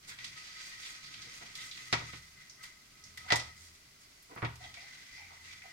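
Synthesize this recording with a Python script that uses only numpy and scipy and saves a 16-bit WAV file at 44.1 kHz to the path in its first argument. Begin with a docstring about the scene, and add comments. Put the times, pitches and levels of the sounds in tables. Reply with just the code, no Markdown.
"""A wet, sticky crackle comes first: a hand kneading minced meat in a glass bowl, close to a small
stereo microphone. Films of meat tear and fizz, air pockets squelch, the rubbed glass sings in fits
and bracelets tick on the rim. Three times the bowl rocks and knocks, and the wooden worktop booms.
Behind it lies a quiet kitchen, where a faint low drone comes and goes twice."""
import sys
import numpy as np
from scipy import signal
from scipy.fft import rfft, irfft
from scipy.io import wavfile
from scipy.ndimage import uniform_filter1d

SR = 44100
rng = np.random.default_rng(int(sys.argv[2]) if len(sys.argv) > 2 else 0)


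def dump(signal):
    """Clip the signal to [-1, 1] and save it as 16-bit WAV at the path in sys.argv[1]."""
    limited = np.clip(np.atleast_2d(signal).T, -1, 1)
    pcm = np.round(limited * 32767).astype(np.int16)
    wavfile.write(sys.argv[1], SR, pcm)


N = 252252
TIME = np.arange(N) / SR
FREQS = np.maximum(np.arange(N // 2 + 1) * SR / N, 1)
ECHO_SAMPLES = 2 ** 14


def undb(db):
    """Decibels to gain."""
    return 10 ** (np.asarray(db) / 20)


def unit(x):
    """Scale to rms 1."""
    return x / np.sqrt(np.mean(x ** 2))


def colour(x, points):
    """Shape a sound by (Hz, dB) points."""
    hz, db = np.transpose(points)
    return irfft(rfft(x) * undb(np.interp(np.log(FREQS), np.log(hz), db)), N)


def cut(x, hz, kind, order=2):
    """Low-pass or high-pass."""
    return signal.sosfilt(signal.butter(order, min(hz, SR / 2 - 1000), kind, fs=SR, output="sos"), x)


def resonate(x, hz, width_hz, skirt=2):
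    """A resonance, its sides steepened by a second one `skirt` times as wide."""
    for width in (width_hz, skirt * width_hz):
        x = signal.lfilter(*signal.iirpeak(hz, hz / min(width, SR / 4), fs=SR), x)
    return x


def add(out, start, x):
    """Mix a sound in at a start in seconds."""
    i = int(start * SR)
    out[..., i:i + x.shape[-1]] += x[..., :N - i]


def pan(left_over_right_db):
    """Gains for a source nearer one capsule."""
    return undb([[left_over_right_db / 2], [-left_over_right_db / 2]])


def hit(x, db):
    """Scale a blow so that its first 10 ms have this level."""
    return x * undb(db) / np.sqrt(np.mean(x[:, :SR // 100] ** 2))


def decay(t, t60):
    """Fall by 60 dB in t60 seconds."""
    return np.exp(-np.log(1000) * t / t60)


def ring(modes, contact_s=0.0029):
    """Fading partials of a struck body, building up while the contact lasts."""
    t = TIME[:SR // 2]
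    partials = sum(undb(db) * decay(t, t60) * np.sin(2 * np.pi * hz * t) for hz, db, t60 in modes)
    return partials * (1 - np.exp(-t / contact_s))


def envelope(start, length, attack_s, release_s):
    """Rise, hold until the length is up, then die away."""
    t = TIME - start
    return np.clip(t / attack_s, 0, 1) * np.exp(-np.maximum(t - length, 0) / release_s)


def gestures(rows, attack_s, release_s):
    """Gain over time for each level column; a new gesture takes over from the fading one."""
    return np.max([undb(db)[:, None] * envelope(start, length, attack_s, release_s)
                   for start, length, *db in rows], axis=0)


def waver(per_s, depth_db):
    """A factor that wanders at random around 1."""
    knots = rng.standard_normal(2000)
    return undb(depth_db * np.interp(TIME * per_s, np.arange(len(knots)), knots))


def grains(count, per_s, spread_db):
    """Random tiny clicks, most of them weak and a few strong."""
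    chance, sign = rng.random(count), rng.standard_normal(count)
    size_db = spread_db * np.minimum(rng.exponential(size=count), 4)
    return (chance < per_s / SR) * np.sign(sign) * undb(size_db)


def stereo_noise(size, shared_hz):
    """Noise at two closely spaced capsules: long waves reach both alike."""
    noise = rng.standard_normal((3, size))
    return cut(noise[:2], shared_hz, "high") + cut(noise[2], shared_hz, "low")


def path_to_mic(body, near_db, near_t60, room_db, room_t60=0.42):
    """From one spot in the bowl: direct sound, close echoes off glass and worktop, kitchen tail."""
    t = TIME[:ECHO_SAMPLES]
    near = unit(stereo_noise(ECHO_SAMPLES, shared_hz=860) * decay(t, near_t60))
    room_noise = cut(stereo_noise(ECHO_SAMPLES, shared_hz=442), 9000, "low")
    tail = unit(room_noise * decay(t, room_t60))
    echoes = (undb(near_db) * near + undb(room_db) * tail) / np.sqrt(ECHO_SAMPLES)
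    echoes[:, 0] += 1  # direct sound
    spectrum = rfft(echoes)
    # echoes add fine ripple only; the resonances in `body` set the broad colour
    ripple = spectrum / np.sqrt(uniform_filter1d(np.abs(spectrum) ** 2, size=91))
    return irfft(body * ripple) * np.cos(np.pi / 2 * t / t[-1]) ** 2


# Hollow resonances of bowl and microphone housing.
# Each row: centre in Hz, width in Hz, left gain in dB, right gain in dB.
HOLLOW_RESONANCES = [(647, 152, -14.5, -1.5), (702, 78, 11, 2.5), (950, 63, 6, 5), (1252, 360, 5, 2),
                     (1477, 26, 7.5, 4), (1740, 150, -4, 0.5), (1932, 122, 11.5, 0.5), (2258, 330, 7.5, 5),
                     (3000, 200, -7, -1.5), (3400, 400, 0, 3.5), (3920, 110, 1.5, 1), (4800, 2600, 3, 4.5),
                     (7200, 9400, -3, -1)]
def hollow_body():
    """Response of the resonances at each capsule; they ring after a click, never before."""
    freqs = np.arange(ECHO_SAMPLES // 2 + 1) * SR / ECHO_SAMPLES
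    db = sum(np.array([[left], [right]]) / (1 + (2 * (freqs - hz) / width) ** 2)
             for hz, width, left, right in HOLLOW_RESONANCES)
    cepstrum = irfft(np.log(undb(db)))[:, :ECHO_SAMPLES // 2]
    cepstrum[:, 1:] *= 2  # minimum phase
    return np.exp(rfft(cepstrum, ECHO_SAMPLES))


# The kitchen all around the microphone. Each row: frequency in Hz, relative level in dB.
ROOM_COLOUR = [(15, -37), (25, 3.5), (93, -1.5), (349, -8.5), (399, -6), (509, -17), (598, -8),
               (871, -12.5), (1270, -6.5), (1710, -10.5), (2010, -28.5), (2230, -8.5), (3530, -11.5),
               (4620, -5), (15500, -20)]
def room_tone():
    """Faint steady noise of the room."""
    return unit(colour(stereo_noise(N, shared_hz=640), ROOM_COLOUR)) * undb(-61.5)


# In the background, alike at both capsules.
# Each row: start in seconds, length in seconds, pitch in Hz, level in dB.
DRONE_SPELLS = [(2.946, 0.746, 82.8, -65), (5.048, 0.58, 87.7, -69)]
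def drone():
    """A low tone swells and fades, wavering in pitch and strength."""
    clock = np.cumsum(waver(per_s=84, depth_db=0.5)) / SR
    out = np.zeros(N)
    for start, length, hz, db in DRONE_SPELLS:
        tone = unit(np.sin(2 * np.pi * hz * clock))
        out += tone * undb(db) * envelope(start, length, attack_s=0.23, release_s=0.07)
    return out * waver(per_s=9, depth_db=1.5)


# Modes of the bowl. Each row: frequency in Hz, relative level in dB, seconds to fall 60 dB.
GLASS_MODES = [(718, -4, 0.12), (987, -8, 0.17), (1845, -5, 0.12), (1980, -3.5, 0.27), (2003, 6.5, 0.042),
               (2090, -20, 0.24), (2420, -34, 0.27), (4540, -13, 0.078)]
def glass_ring():
    """Struck glass rings briefly, damped by the meat."""
    return ring(GLASS_MODES)


# Bracelet ticks and small wet snaps, close to the microphone.
# Each row: start in seconds, level in dB, centre in Hz, width in Hz.
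LIGHT_CONTACTS = [(0.187, -46, 2570, 2200), (0.244, -40.5, 3880, 3800), (1.141, -46, 3240, 2400),
                  (1.192, -55, 2100, 1500), (1.219, -47.5, 4750, 2400), (1.553, -42.5, 4100, 4150),
                  (1.712, -43.5, 3830, 1980), (1.774, -47.5, 2660, 2000), (2.429, -65, 2020, 400),
                  (2.497, -50, 5800, 1700), (2.638, -47, 3170, 4940), (3.039, -50.5, 5830, 1890),
                  (3.174, -45.5, 3330, 6250), (4.225, -60.5, 11000, 9000), (4.352, -62.5, 11000, 9000),
                  (4.557, -55, 4900, 7000), (4.741, -48, 2900, 3470), (5.618, -50, 2190, 786)]
# A bracelet catches the rim. Each row: start in seconds, gain in dB.
RIM_PINGS = [(0.244, -50), (2.638, -68), (3.174, -43)]
def ticks(body):
    """Single light contacts, each with its own brightness; a few set the rim ringing."""
    out = np.zeros((2, N))
    for start, db, hz, width in LIGHT_CONTACTS:
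        click = path_to_mic(body, near_db=17, near_t60=0.05, room_db=14.5)
        snap = cut(resonate(click, hz, width), hz + 2 * width, "low")
        add(out, start, hit(snap, db))
    ping = cut(glass_ring(), 1540, "high", order=4)
    for start, db in RIM_PINGS:
        add(out, start, ping * undb(db))
    return out


# The wood under the bowl. Each row: frequency in Hz, relative level in dB, seconds to fall 60 dB.
WORKTOP_MODES = [(73.1, -14.5, 1), (92.9, -26, 0.93), (116.2, -1, 0.22), (118.2, -12.5, 0.64),
                 (154, -5, 0.31), (176, -25, 0.23), (244, -13.5, 0.2), (304.5, -2, 0.087),
                 (373.5, -9.5, 0.13)]
# Glass on wood at close range. Each row: start in seconds, clack level in dB, treble corner in Hz,
# bass corner in Hz, glass ring gain in dB, worktop boom gain in dB, clack's left over right in dB.
BOWL_KNOCKS = [(1.927, -25, 5030, 198, -45, -35, -1), (1.9300, -33, 4700, 2940, -58, -68, 8),
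               (1.932, -26.5, 2590, 260, -48, -59, 2), (2.019, -49.5, 1800, 150, -65, -46, -3),
               (2.133, -46.5, 3050, 200, -68, -48, -2.5), (3.3035, -29, 4100, 885, -23.5, -51, 0),
               (3.321, -22, 5400, 254, -34, -34, 1), (3.3244, -29, 1010, 550, -43, -48, -5),
               (3.3309, -37, 3800, 300, -27.5, -63, 5), (3.3570, -32.5, 8200, 3450, -32.5, -46.5, -0.5),
               (3.3967, -38, 4960, 4120, -61, -65, 2), (4.361, -47, 1370, 200, -80, -50, -1),
               (4.375, -46.5, 2180, 496, -73, -70, 0), (4.4203, -40.5, 1800, 600, -75, -70, -7),
               (4.426, -37, 1780, 300, -68, -30.5, 6), (4.4350, -37, 1370, 400, -70, -39, -2.5),
               (4.448, -35, 3030, 400, -75, -43, 1)]
def knocks(body):
    """The bowl rocks and chatters: each contact clacks, the glass rings and the worktop booms."""
    out = np.zeros((2, N))
    boom, glass = ring(WORKTOP_MODES), glass_ring()
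    for start, db, treble_hz, bass_hz, glass_db, boom_db, pan_db in BOWL_KNOCKS:
        click = path_to_mic(body, near_db=12.5, near_t60=0.082, room_db=2)
        clack = cut(cut(click, treble_hz, "low", order=3), bass_hz, "high")
        add(out, start, hit(clack, db) * pan(pan_db))
        add(out, start, glass * undb(glass_db) + boom * undb(boom_db))
    return out


# Squeezed air and sticky finger drags, down in the bowl.
# Each row: start in seconds, length in seconds, level in dB, centre in Hz, width in Hz.
AIR_POCKETS = [(0.07, 0.024, -58, 8060, 1190), (0.077, 0.052, -48.5, 2400, 2630),
               (0.096, 0.048, -55, 1680, 296), (0.336, 0.42, -58, 4700, 650), (0.658, 0.117, -56, 1843, 90),
               (0.803, 0.09, -49, 3340, 2200), (1.022, 0.058, -53, 4340, 1110),
               (1.238, 0.045, -64.5, 420, 200), (1.401, 0.03, -51.5, 794, 1830),
               (1.588, 0.034, -46.5, 3130, 2000), (3.236, 0.08, -58, 734, 250),
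               (3.279, 0.015, -41.5, 1730, 1800), (4.288, 0.052, -53, 436, 696),
               (4.357, 0.039, -48, 890, 980), (4.597, 0.026, -54.5, 713, 110),
               (4.633, 0.027, -54, 754, 167), (4.634, 0.015, -49.5, 3300, 700),
               (4.76, 0.032, -51, 2420, 400), (4.764, 0.016, -56.5, 670, 200),
               (4.805, 0.035, -61.5, 750, 200), (4.795, 0.045, -55.5, 4180, 1980),
               (5.079, 0.25, -57.5, 2270, 350), (5.101, 0.1, -58.5, 4950, 1500),
               (5.157, 0.087, -63, 816, 100), (5.298, 0.048, -58, 850, 407), (5.44, 0.1, -57.5, 2280, 300),
               (5.506, 0.035, -60, 3540, 497), (5.629, 0.033, -55.5, 750, 121)]
def squelches(body):
    """A burst of tiny wet pops sputters through a small cavity between meat and glass."""
    out = np.zeros((2, N))
    path = path_to_mic(body, near_db=6.5, near_t60=0.056, room_db=1.0)
    t = TIME[:SR // 2]
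    for start, length, db, hz, width in AIR_POCKETS:
        swell = np.sqrt(np.abs(np.sin(np.pi * np.minimum(t / length, 1))))
        sputter = grains(len(t), per_s=3400, spread_db=5.5) * swell
        squelch = signal.fftconvolve(resonate(sputter, hz, width)[None], path, axes=1)
        rms = np.sqrt(np.sum(squelch ** 2) / (2 * length * SR))
        add(out, start, squelch * undb(db) / rms)
    return out


def texture(spots, points, per_s, spread_db):
    """Coloured micro-clicks reaching the microphone from spots around the fingers."""
    clicks = sum(signal.oaconvolve(grains(N, per_s, spread_db)[None], path, axes=1)[:, :N]
                 for path in spots)
    return unit(colour(clicks, points))


# Four colours of the hand in the meat. Each row: frequency in Hz, relative level in dB.
CRACKLE_COLOUR = [(200, -13.5), (700, -11), (1150, -5.5), (1600, -1), (2600, 3), (4500, 0.5), (6200, 1),
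                  (7800, -5), (10000, -13.5), (15000, -32)]
FIZZ_COLOUR = [(2000, -6), (5000, 2), (7500, 5.5), (11000, -6), (15500, -13)]
RUB_COLOUR = [(500, -15), (1100, -15.5), (1600, 4), (2300, -9.5), (3000, -8), (6000, -24)]
PUSH_COLOUR = [(20, -8), (60, -16.5), (120, 1), (220, -10), (400, -18.5), (700, -39), (2000, -93)]
# Meat peels off skin and glass. Each row: start in seconds, length in seconds, fizz level in dB.
STICKY_PEELS = [(0.07, 0.019, -47), (0.62, 0.072, -54.5), (0.78, 0.15, -54.5), (1.32, 0.074, -54.5),
                (1.55, 0.14, -53), (1.68, 0.22, -57), (2.05, 0.28, -63.5), (2.615, 0.025, -50.5),
                (3.02, 0.24, -68), (3.55, 0.13, -58), (3.72, 0.033, -63.5), (3.99, 0.029, -61),
                (5.4, 0.057, -61.5)]
# The fist closes, right by the microphone. Each row: start in seconds, length in seconds,
# then levels in dB for the tearing, the bowl's upper ring, its lower ring and the dull push.
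FIST_SQUEEZES = [(0.0, 0.084, -60, -70, -73, -65), (0.17, 0.12, -51, -57, -75, -65.5),
                 (0.33, 0.63, -50, -59, -64, -77), (0.99, 0.52, -51.5, -62.5, -66, -66),
                 (1.55, 0.082, -49, -54, -61, -64), (1.73, 0.42, -51.5, -57.5, -62, -65),
                 (2.34, 0.091, -60.5, -58.5, -80, -69), (2.57, 0.065, -62, -53.5, -63, -75),
                 (2.9, 0.33, -65.5, -68, -72, -71.5), (3.16, 0.33, -58, -58.5, -63, -66),
                 (4.59, 0.061, -53, -56.5, -67, -63), (4.73, 0.46, -56, -56.5, -82, -78),
                 (5.22, 0.2, -61, -61, -80, -81), (5.41, 0.13, -53, -58.5, -72, -83),
                 (5.62, 0.069, -60, -55.5, -74, -77)]
def kneading(body):
    """Wet films tear, tiny bubbles fizz, meat rubs the glass into ringing and the hand pushes dully."""
    # the fist closes quickly, the meat relaxes slowly
    tear, upper_rub, lower_rub, weight = gestures(FIST_SQUEEZES, attack_s=0.041, release_s=0.1)
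    peel, = gestures(STICKY_PEELS, attack_s=0.022, release_s=0.03)
    # the hand never quite stops
    tear = np.hypot(tear, undb(-65))
    upper_rub = np.hypot(upper_rub, undb(-73))
    weight = np.hypot(weight, undb(-76))
    peel = np.hypot(peel, tear * undb(-22.5))  # tearing fizzes a little too
    spots = [path_to_mic(body, near_db=12.5, near_t60=0.032, room_db=-0.5) for _ in range(3)]
    hand_grip = waver(per_s=60, depth_db=1.45)  # the meat sticks and gives way
    crackle = texture(spots, CRACKLE_COLOUR, per_s=1800, spread_db=3.5) * tear
    fizz = texture(spots[:2], FIZZ_COLOUR, per_s=1300, spread_db=4.5) * peel
    friction = texture(spots[2:], RUB_COLOUR, per_s=1300, spread_db=0.5)
    smear = friction * upper_rub * undb(-7.5)
    wall = unit(resonate(friction[1], hz=1997, width_hz=85, skirt=4))
    upper_ring = wall * upper_rub * pan(5)  # the rubbed wall is nearer the left capsule
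    lower_ring = unit(resonate(friction, hz=1280, width_hz=50, skirt=4)) * lower_rub
    push = unit(colour(stereo_noise(N, shared_hz=534), PUSH_COLOUR)) * weight
    glass_grip = waver(per_s=21, depth_db=1.3)  # the glass sings in fits
    return hand_grip * (crackle + fizz + smear) + glass_grip * (upper_ring + lower_ring) + push


def scene():
    """The bowl close up, the kitchen behind; everything reaches the left capsule a little later."""
    body = hollow_body()
    left, right = kneading(body) + squelches(body) + ticks(body) + knocks(body) + room_tone() + drone()
    lag_samples = 20
    return np.array([np.pad(left, (lag_samples, 0))[:N], right])


def record(dry):
    """The microphone chain cuts off steeply above 15.9 kHz."""
    return signal.sosfilt(signal.ellip(10, .1, 70, 15900, fs=SR, output="sos"), dry)


dry = scene()
out = record(dry)
dump(out)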